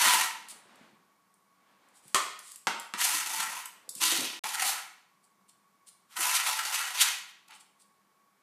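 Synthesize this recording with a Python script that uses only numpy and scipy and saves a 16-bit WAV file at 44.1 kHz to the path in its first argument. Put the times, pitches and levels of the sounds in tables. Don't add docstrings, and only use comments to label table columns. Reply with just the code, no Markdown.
import sys
import numpy as np
from scipy import signal
from scipy.fft import rfft, irfft, next_fast_len
from scipy.io import wavfile
from scipy.ndimage import uniform_filter1d

SR = 44100
rng = np.random.default_rng(int(sys.argv[2]) if len(sys.argv) > 2 else 0)


def master_out(mix):
    frames = np.transpose(np.atleast_2d(mix))
    ceiling = np.clip(frames, -1, 1)
    pcm = np.round(ceiling * 32767).astype(np.int16)
    wavfile.write(sys.argv[1], SR, pcm)


N = 371322

# (frequency [Hz], width [Hz], height above the broad spectrum [dB])
BASKET_RESONANCES = [(175, 18, 7.5), (328, 55, 8.5), (757, 62, 8), (885, 91, 8.5), (999.5, 66, 8.5),
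                     (1362, 260, 8.5), (1910, 130, 5), (2130, 160, 0.5), (3000, 340, 1), (3740, 1200, 3.5),
                     (4410, 340, 2)]
# (frequency [Hz], level [dB])
PLASTIC_SPECTRUM = [(30, -37.5), (100, -30), (170, -24), (420, -19.5), (660, -9), (800, -6), (1150, -4.5),
                    (2500, -1), (5000, -5), (9000, -3), (12000, -6.5), (15000, -16)]


def basket_scrape():
    # (start [s], length [s], wall level [dB], slope [dB/s], rasp [dB], grit [dB],
    # base drumming [dB], singing rib [Hz], rib level [dB]); the last four levels are relative to the wall
    pushes = [(0.0, 0.24, -27, -33, -2.5, 0, -26.5, 953, -8), (2.998, 0.2, -37, -10, 0, 5, -28.5, 920, -21),
              (3.273, 0.14, -44.5, -1, -1, 3, -23.5, 890, -12),
              (3.398, 0.21, -41.5, -33.5, -5, -0.5, -26, 980, -8.5),
              (4.028, 0.17, -36, -43, 5, 7, -17, 3780, -7), (4.247, 0.1, -48.5, -50, 7, 0.5, -8, 3280, -8),
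              (4.44, 0.16, -42, -50, 0, 2.5, -32, 850, -2.5),
              (4.594, 0.19, -35.5, -35, -5, -1.5, -28, 780, -15),
              (6.18, 0.04, -38, -21.5, -9.5, 3, -25.5, 1267, -17.5),
              (6.233, 0.17, -34, -33.5, -1.5, 2, -42.5, 1000, -19),
              (6.458, 0.15, -36.5, -23, -1, 0, -38.5, 850, -14),
              (6.657, 0.063, -41, 10, -1, -0.5, -43, 2450, -9),
              (6.744, 0.17, -36.5, -43.5, -2, -1, -34, 2490, -23),
              (6.958, 0.16, -37.5, -22.5, 2, -0.5, -33, 2800, -22.5),
              (7.511, 0.042, -56, -59.5, -1, -13, -21, 820, -4)]
    rub = stick_slip(per_s=4000, spread_db=2.5, chatter_db=2.5, chatter_per_s=130)
    wall = band(evened(band(rub, 2400, "low", order=4)), 590, "high")
    rasp = evened(band(rub, [2400, 6000], "band", order=4))
    grit = evened(band(rub, 6000, "high", order=4))
    base = evened(band(rub, [187, 362], "band", order=4))
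    out = np.zeros(N)
    for start, length, db, slope, rasp_db, grit_db, base_db, rib_hz, rib_db in pushes:
        force = stroke(start, length, attack_s=0.028, fade_db_per_s=331, slope_db_per_s=slope)
        on = force > .001
        rib = evened(band(rub[on], rib_hz * gain_of([-.9, .9]), "band"))
        colour = wall[on] + gain_of(rib_db) * rib + gain_of(base_db) * base[on]
        colour += gain_of(rasp_db) * rasp[on] + gain_of(grit_db) * grit[on]
        out[on] += gain_of(db) * force[on] * colour
    return out


def stick_slip(per_s, spread_db, chatter_db, chatter_per_s):
    jolts = (rng.random(N) < per_s / SR) * rng.choice([-1, 1], N)
    size_db = spread_db * np.minimum(rng.exponential(1, N), 4)
    jolts = jolts * gain_of(size_db + chatter_db * wander(chatter_per_s))
    out = np.zeros(N)
    for share in crossfades(count=7, per_s=31):
        modes = [(hz, width, db + 2.7 * rng.standard_normal()) for hz, width, db in BASKET_RESONANCES]
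        body = signal.fftconvolve(response(PLASTIC_SPECTRUM, modes), rattle(t60=0.022, ring_db=-8.5))
        out += signal.oaconvolve(jolts * share, body)[:N]
    return evened(out)


def basket_judders():
    # (time of peak [s], level [dB], half length [s], low cut [Hz])
    catches = [(0.077, -25, 0.057, 763), (0.144, -25.5, 0.019, 752.5), (3.016, -29, 0.015, 1980),
               (3.045, -26.5, 0.011, 5100), (3.135, -38, 0.026, 900), (3.405, -32, 0.01, 960),
               (4.033, -29, 0.012, 1160), (4.063, -28, 0.008, 2500), (4.119, -28.5, 0.008, 2800),
               (4.549, -30.5, 0.01, 1168), (4.682, -30, 0.044, 3980), (6.136, -55, 0.031, 900),
               (6.171, -33.5, 0.0065, 903), (6.228, -32.5, 0.0069, 2005), (6.358, -25, 0.019, 2057),
               (6.476, -29, 0.017, 695), (6.746, -30, 0.0053, 902), (7.018, -18.5, 0.017, 2000),
               (7.186, -42, 0.004, 3000), (7.297, -56.5, 0.016, 1500), (7.484, -55, 0.0037, 1790),
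               (7.51, -51, 0.0023, 700)]
    t = np.arange(-SR // 16, SR // 16) / SR
    out, body = np.zeros(N), response(PLASTIC_SPECTRUM, BASKET_RESONANCES)
    for s, db, half, low_hz in catches:
        swell = np.exp(-(t / half) ** 2)
        jolts = rng.standard_normal(len(t)) * (rng.random(len(t)) < 9000 / SR) * swell
        burst = band(signal.fftconvolve(jolts, body), low_hz, "high", order=3)
        add(out, s + t[0], gain_of(db) * unit(burst) * np.linalg.norm(swell))
    return out


def basket_knocks():
    # (time [s], level [dB], pitch of the struck part [Hz], its ring [dB], dull above [Hz])
    blows = [(2.1456, 0.5, 1072, 5.5, 9000), (2.1467, -2.5, 1165, 3, 11330), (2.1473, 4.5, 1260, -2, 10800),
             (2.6707, 0.5, 930, 3, 3120), (2.6745, -4, 1390, -23, 2200), (2.9385, -7, 957, 2.5, 4350),
             (4.4416, -8, 846, -3, 5030), (7.1831, -27, 997, -8, 8700)]
    # (frequency [Hz], level [dB])
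    blow_spectrum = [(30, -21), (120, -15), (300, -8.5), (560, -3), (800, -0.5), (1150, 7.5), (1400, 7.5),
                     (2500, 6), (5500, 1.5), (8200, 4.5), (11000, -1), (15000, -9)]
    body = response(blow_spectrum, [(hz, width, 0.29 * db) for hz, width, db in BASKET_RESONANCES])
    out = np.zeros(N)
    for s, db, hz, ring_db, dull_hz in blows:
        dulled = band(body, dull_hz, "low", order=1)
        crack = unit(signal.fftconvolve(dulled, rattle(t60=0.024, ring_db=-2, size=400)))
        tone = gain_of(ring_db - 8.5) * unit(band(ring(hz, t60=0.12), 540, "high"))
        lattice = signal.fftconvolve(crack, rattle(t60=0.041, ring_db=-12.5))
        send = tone.copy()
        add(send, 0, crack)
        reverb = signal.fftconvolve(send, echoes(early_db=8.5, early_s=0.012))
        for layer in (lattice, tone, reverb):
            add(out, s, gain_of(db) * layer)
    return out


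def base_thumps():
    # (time [s], level [dB], pitch [Hz])
    drops = [(.058, -42, 170), (.07, -45, 333), (.135, -45.5, 319), (2.147, -32.5, 405), (2.671, -37, 218),
             (2.938, -48, 204), (4.05, -47, 325), (4.122, -34, 332), (4.184, -36.5, 262),
             (4.215, -33.5, 312), (4.442, -53, 211), (6.19, -47.5, 326)]
    return thuds(drops, t60=0.077, puff_db=-2)


def claw_ticks():
    # (time [s], peak level [dB], lower click gain [dB])
    taps = [(0.486, -30.5, -16), (0.7576, -50, -10), (1.3413, -50, -11), (1.887, -52.5, -10),
            (2.0808, -37.5, -3), (2.391, -30, -14), (2.518, -33, -10), (2.559, -29.5, -5), (2.798, -27, -4),
            (3.657, -23.5, 0), (3.892, -22.5, -27), (3.895, -24.5, -24), (3.9522, -25.5, -10)]
    # (frequency [Hz], level [dB])
    tick_spectrum = [(200, -27.5), (2000, -33), (4500, -6), (6200, -8), (8000, 0.5), (9800, -1),
                     (11500, -5.5), (15000, -16)]
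    out, bright = np.zeros(N), response(tick_spectrum)
    for s, db, click_db in taps:
        contact = rattle(t60=0.025, ring_db=4.5, size=2000)
        click = gain_of(click_db) * band(contact, [2000, 5500], "band")
        tick = signal.fftconvolve(contact, bright)[:len(contact)] + click
        add(out, s, gain_of(db) * tick / abs(tick).max())
    return out


def claw_skids():
    # (time of peak [s], level [dB], half length [s])
    skids = [(0.506, -45, 0.015), (1.971, -61, .025), (2.088, -62, 0.076), (2.489, -52.5, 0.074),
             (3.984, -45.5, 0.03), (5.245, -67, 0.013), (5.494, -55.5, 0.0086), (5.884, -52.5, 0.014),
             (7.553, -57.5, 0.018), (7.607, -55.5, 0.0088), (7.814, -61, 0.016)]
    # (frequency [Hz], level [dB])
    skid_spectrum = [(200, -23.5), (1500, -19), (3000, -7), (4500, -3.5), (6200, -7), (8000, 3), (9800, 2),
                     (11500, -10), (15000, -15.5)]
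    t = np.arange(-SR // 16, SR // 16) / SR
    out, bright = np.zeros(N), response(skid_spectrum)
    for s, db, half in skids:
        jolts = rng.standard_normal(len(t)) * (rng.random(len(t)) < 6000 / SR)
        grit = signal.fftconvolve(jolts, bright)[:len(t)]
        add(out, s + t[0], gain_of(db) * evened(grit) * np.exp(-(t / half) ** 2))
    return out


def footfalls():
    # (time [s], level [dB], pitch [Hz])
    steps = [(.655, -56.5, 209), (.81, -50, 248.6), (.93, -52.5, 217.6), (2.055, -51.5, 183),
             (3.145, -43, 305), (3.39, -48, 210), (3.475, -49.5, 230), (3.88, -50, 514), (3.96, -47.5, 222)]
    return thuds(steps, t60=0.046, puff_db=-10.5)


def room(x):
    return sum(signal.oaconvolve(x * share, echoes(early_db=4, early_s=0.024))[:N]
               for share in crossfades(count=10, per_s=14))


def echoes(early_db, early_s):
    # (frequency [Hz], time to fall 60 dB [s])
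    decay_times = [(100, 0.22), (300, 0.56), (1000, 0.59), (2500, 0.64), (5000, 0.56), (10000, 0.42),
                   (15000, 0.41)]
    t = np.arange(SR) / SR
    onset = np.clip((t - .003) / 0.0051, 0, 1)
    taps = rng.standard_normal(SR) * onset * gain_of(early_db * np.exp(-t / early_s))
    hz, frame_s, spectra = signal.stft(taps, SR, nperseg=256)
    decay = gain_of(-60 * frame_s / curve_at(decay_times, hz)[:, None])
    return unit(signal.istft(spectra * decay, SR, nperseg=256)[1])


def clothes_shuffle():
    # (start [s], length [s], level [dB])
    moves = [(0, 0.82, -61.5), (1.692, 0.53, -68.5), (3.797, 0.73, -66)]
    # (frequency [Hz], level [dB])
    cloth_spectrum = [(40, -21.5), (120, -11.5), (210, 5), (400, -0.5), (1000, 4.5), (2000, -0.5),
                      (4200, -8), (6000, -14.5), (9000, -17), (15000, -33.5)]
    swells = sum(gain_of(db) * stroke(s, length, attack_s=0.23, fade_db_per_s=55)
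                 for s, length, db in moves)
    flutter = gain_of(1.2 * wander(per_s=14))
    return swells * flutter * noise(lambda hz: curve_at(cloth_spectrum, hz))


def appliance_hum():
    # (frequency [Hz], width [Hz], level [dB])
    tones = [(199, 15, -88.5), (1116, 38, -74.5), (2250, 60, -86.5)]
    return sum(gain_of(db) * noise(lambda hz: -20 * np.log10(1 + (2 * (hz - centre) / width) ** 2))
               for centre, width, db in tones)


def room_tone():
    # (frequency [Hz], level [dB])
    air_spectrum = [(15, -78), (25, -50.5), (169, -13), (193, -4), (221, -14), (399, -15.5), (567, -18),
                    (741, -15), (1080, -11.5), (1340, -15.5), (2170, -21), (2770, -25), (9050, -27),
                    (14300, -29), (15500, -36)]
    return gain_of(-71.5) * noise(lambda hz: curve_at(air_spectrum, hz))


def thuds(hits, t60, puff_db):
    out = np.zeros(N)
    for s, db, hz in hits:
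        puff = band(rattle(t60=0.089, ring_db=21.5), [hz * 0.89, hz * 2], "band")
        add(out, s, gain_of(db) * ring(hz, t60))
        add(out, s, gain_of(db + puff_db) * puff / abs(puff).max())
    return band(out, 120, "high", order=4)


def ring(hz, t60):
    t = np.arange(SR // 2) / SR
    return np.sin(2 * np.pi * hz * t) * gain_of(-60 * t / t60)


def rattle(t60, ring_db, size=6000):
    decay = gain_of(-60 * np.arange(size) / SR / t60)
    tail = gain_of(ring_db) * unit(rng.standard_normal(size) * decay)
    tail[0] += 1
    return unit(tail)


def response(points, modes=(), size=4096):
    hz = np.fft.rfftfreq(size, 1 / SR)
    peaks_db = sum(height / (1 + (2 * (hz - centre) / width) ** 2) for centre, width, height in modes)
    db = curve_at(points, hz) + peaks_db
    log_gain = np.log(gain_of(np.r_[db, db[-2:0:-1]]))
    spectrum = np.exp(np.conj(signal.hilbert(log_gain)))
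    return unit(np.fft.ifft(spectrum).real[:size // 2])


def stroke(start, length, attack_s, fade_db_per_s, slope_db_per_s=0):
    t = np.arange(N) / SR - start
    db = slope_db_per_s * np.clip(t, 0, length) - fade_db_per_s * np.maximum(t - length, 0)
    return np.clip(1 + t / attack_s, 0, 1) * gain_of(db)


def crossfades(count, per_s):
    turn = (np.arange(N) / SR * per_s - np.arange(count)[:, None] + 1) % count
    return np.sin(np.pi / 2 * np.minimum(turn, 2))


def noise(shape):
    size = next_fast_len(N, real=True)
    hz = np.fft.rfftfreq(size, 1 / SR)
    return evened(irfft(rfft(rng.standard_normal(size)) * gain_of(shape(hz)), size)[:N])


def wander(per_s):
    knots = rng.standard_normal(N // 16)
    return evened(np.interp(np.arange(N) / SR * per_s, np.arange(len(knots)), knots))


def band(x, hz, kind, order=2):
    sections = signal.butter(order, np.minimum(hz, SR / 2 - 100), kind, fs=SR, output="sos")
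    return signal.sosfilt(sections, x)


def curve_at(points, hz):
    point_hz, value = np.transpose(points)
    return np.interp(np.log(hz + 1), np.log(point_hz + 1), value)


def add(mix, s, sound):
    part = mix[max(round(s * SR), 0):][:len(sound)]
    part += sound[:len(part)]


def gain_of(db):
    return 10 ** (np.asarray(db) / 20)


def evened(x):
    return x / np.sqrt(np.mean(x ** 2) + 1e-20)


def unit(x):
    return x / np.linalg.norm(x)


def scene():
    scrape, judders = basket_scrape(), basket_judders()
    claws = claw_ticks() + claw_skids()
    lows = base_thumps() + footfalls()
    knocks = basket_knocks()
    reverb = room(gain_of(-3.5) * (scrape + claws) + gain_of(-6) * judders + gain_of(-2) * lows)
    background = room_tone() + appliance_hum() + clothes_shuffle()
    return (scrape + judders + knocks + claws + lows + reverb + background)[None]


def record(dry):
    gap_start_s, gap_end_s, top_hz = 4.393, 4.438, 15250
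    t = np.arange(N) / SR
    gate = uniform_filter1d(1. * ((t < gap_start_s) | (t > gap_end_s)), size=64)
    lowpass = signal.firwin(401, top_hz, window=("kaiser", 9), fs=SR)
    return signal.oaconvolve(dry * gate, lowpass[None], "same")


dry = scene()
out = record(dry)
master_out(out)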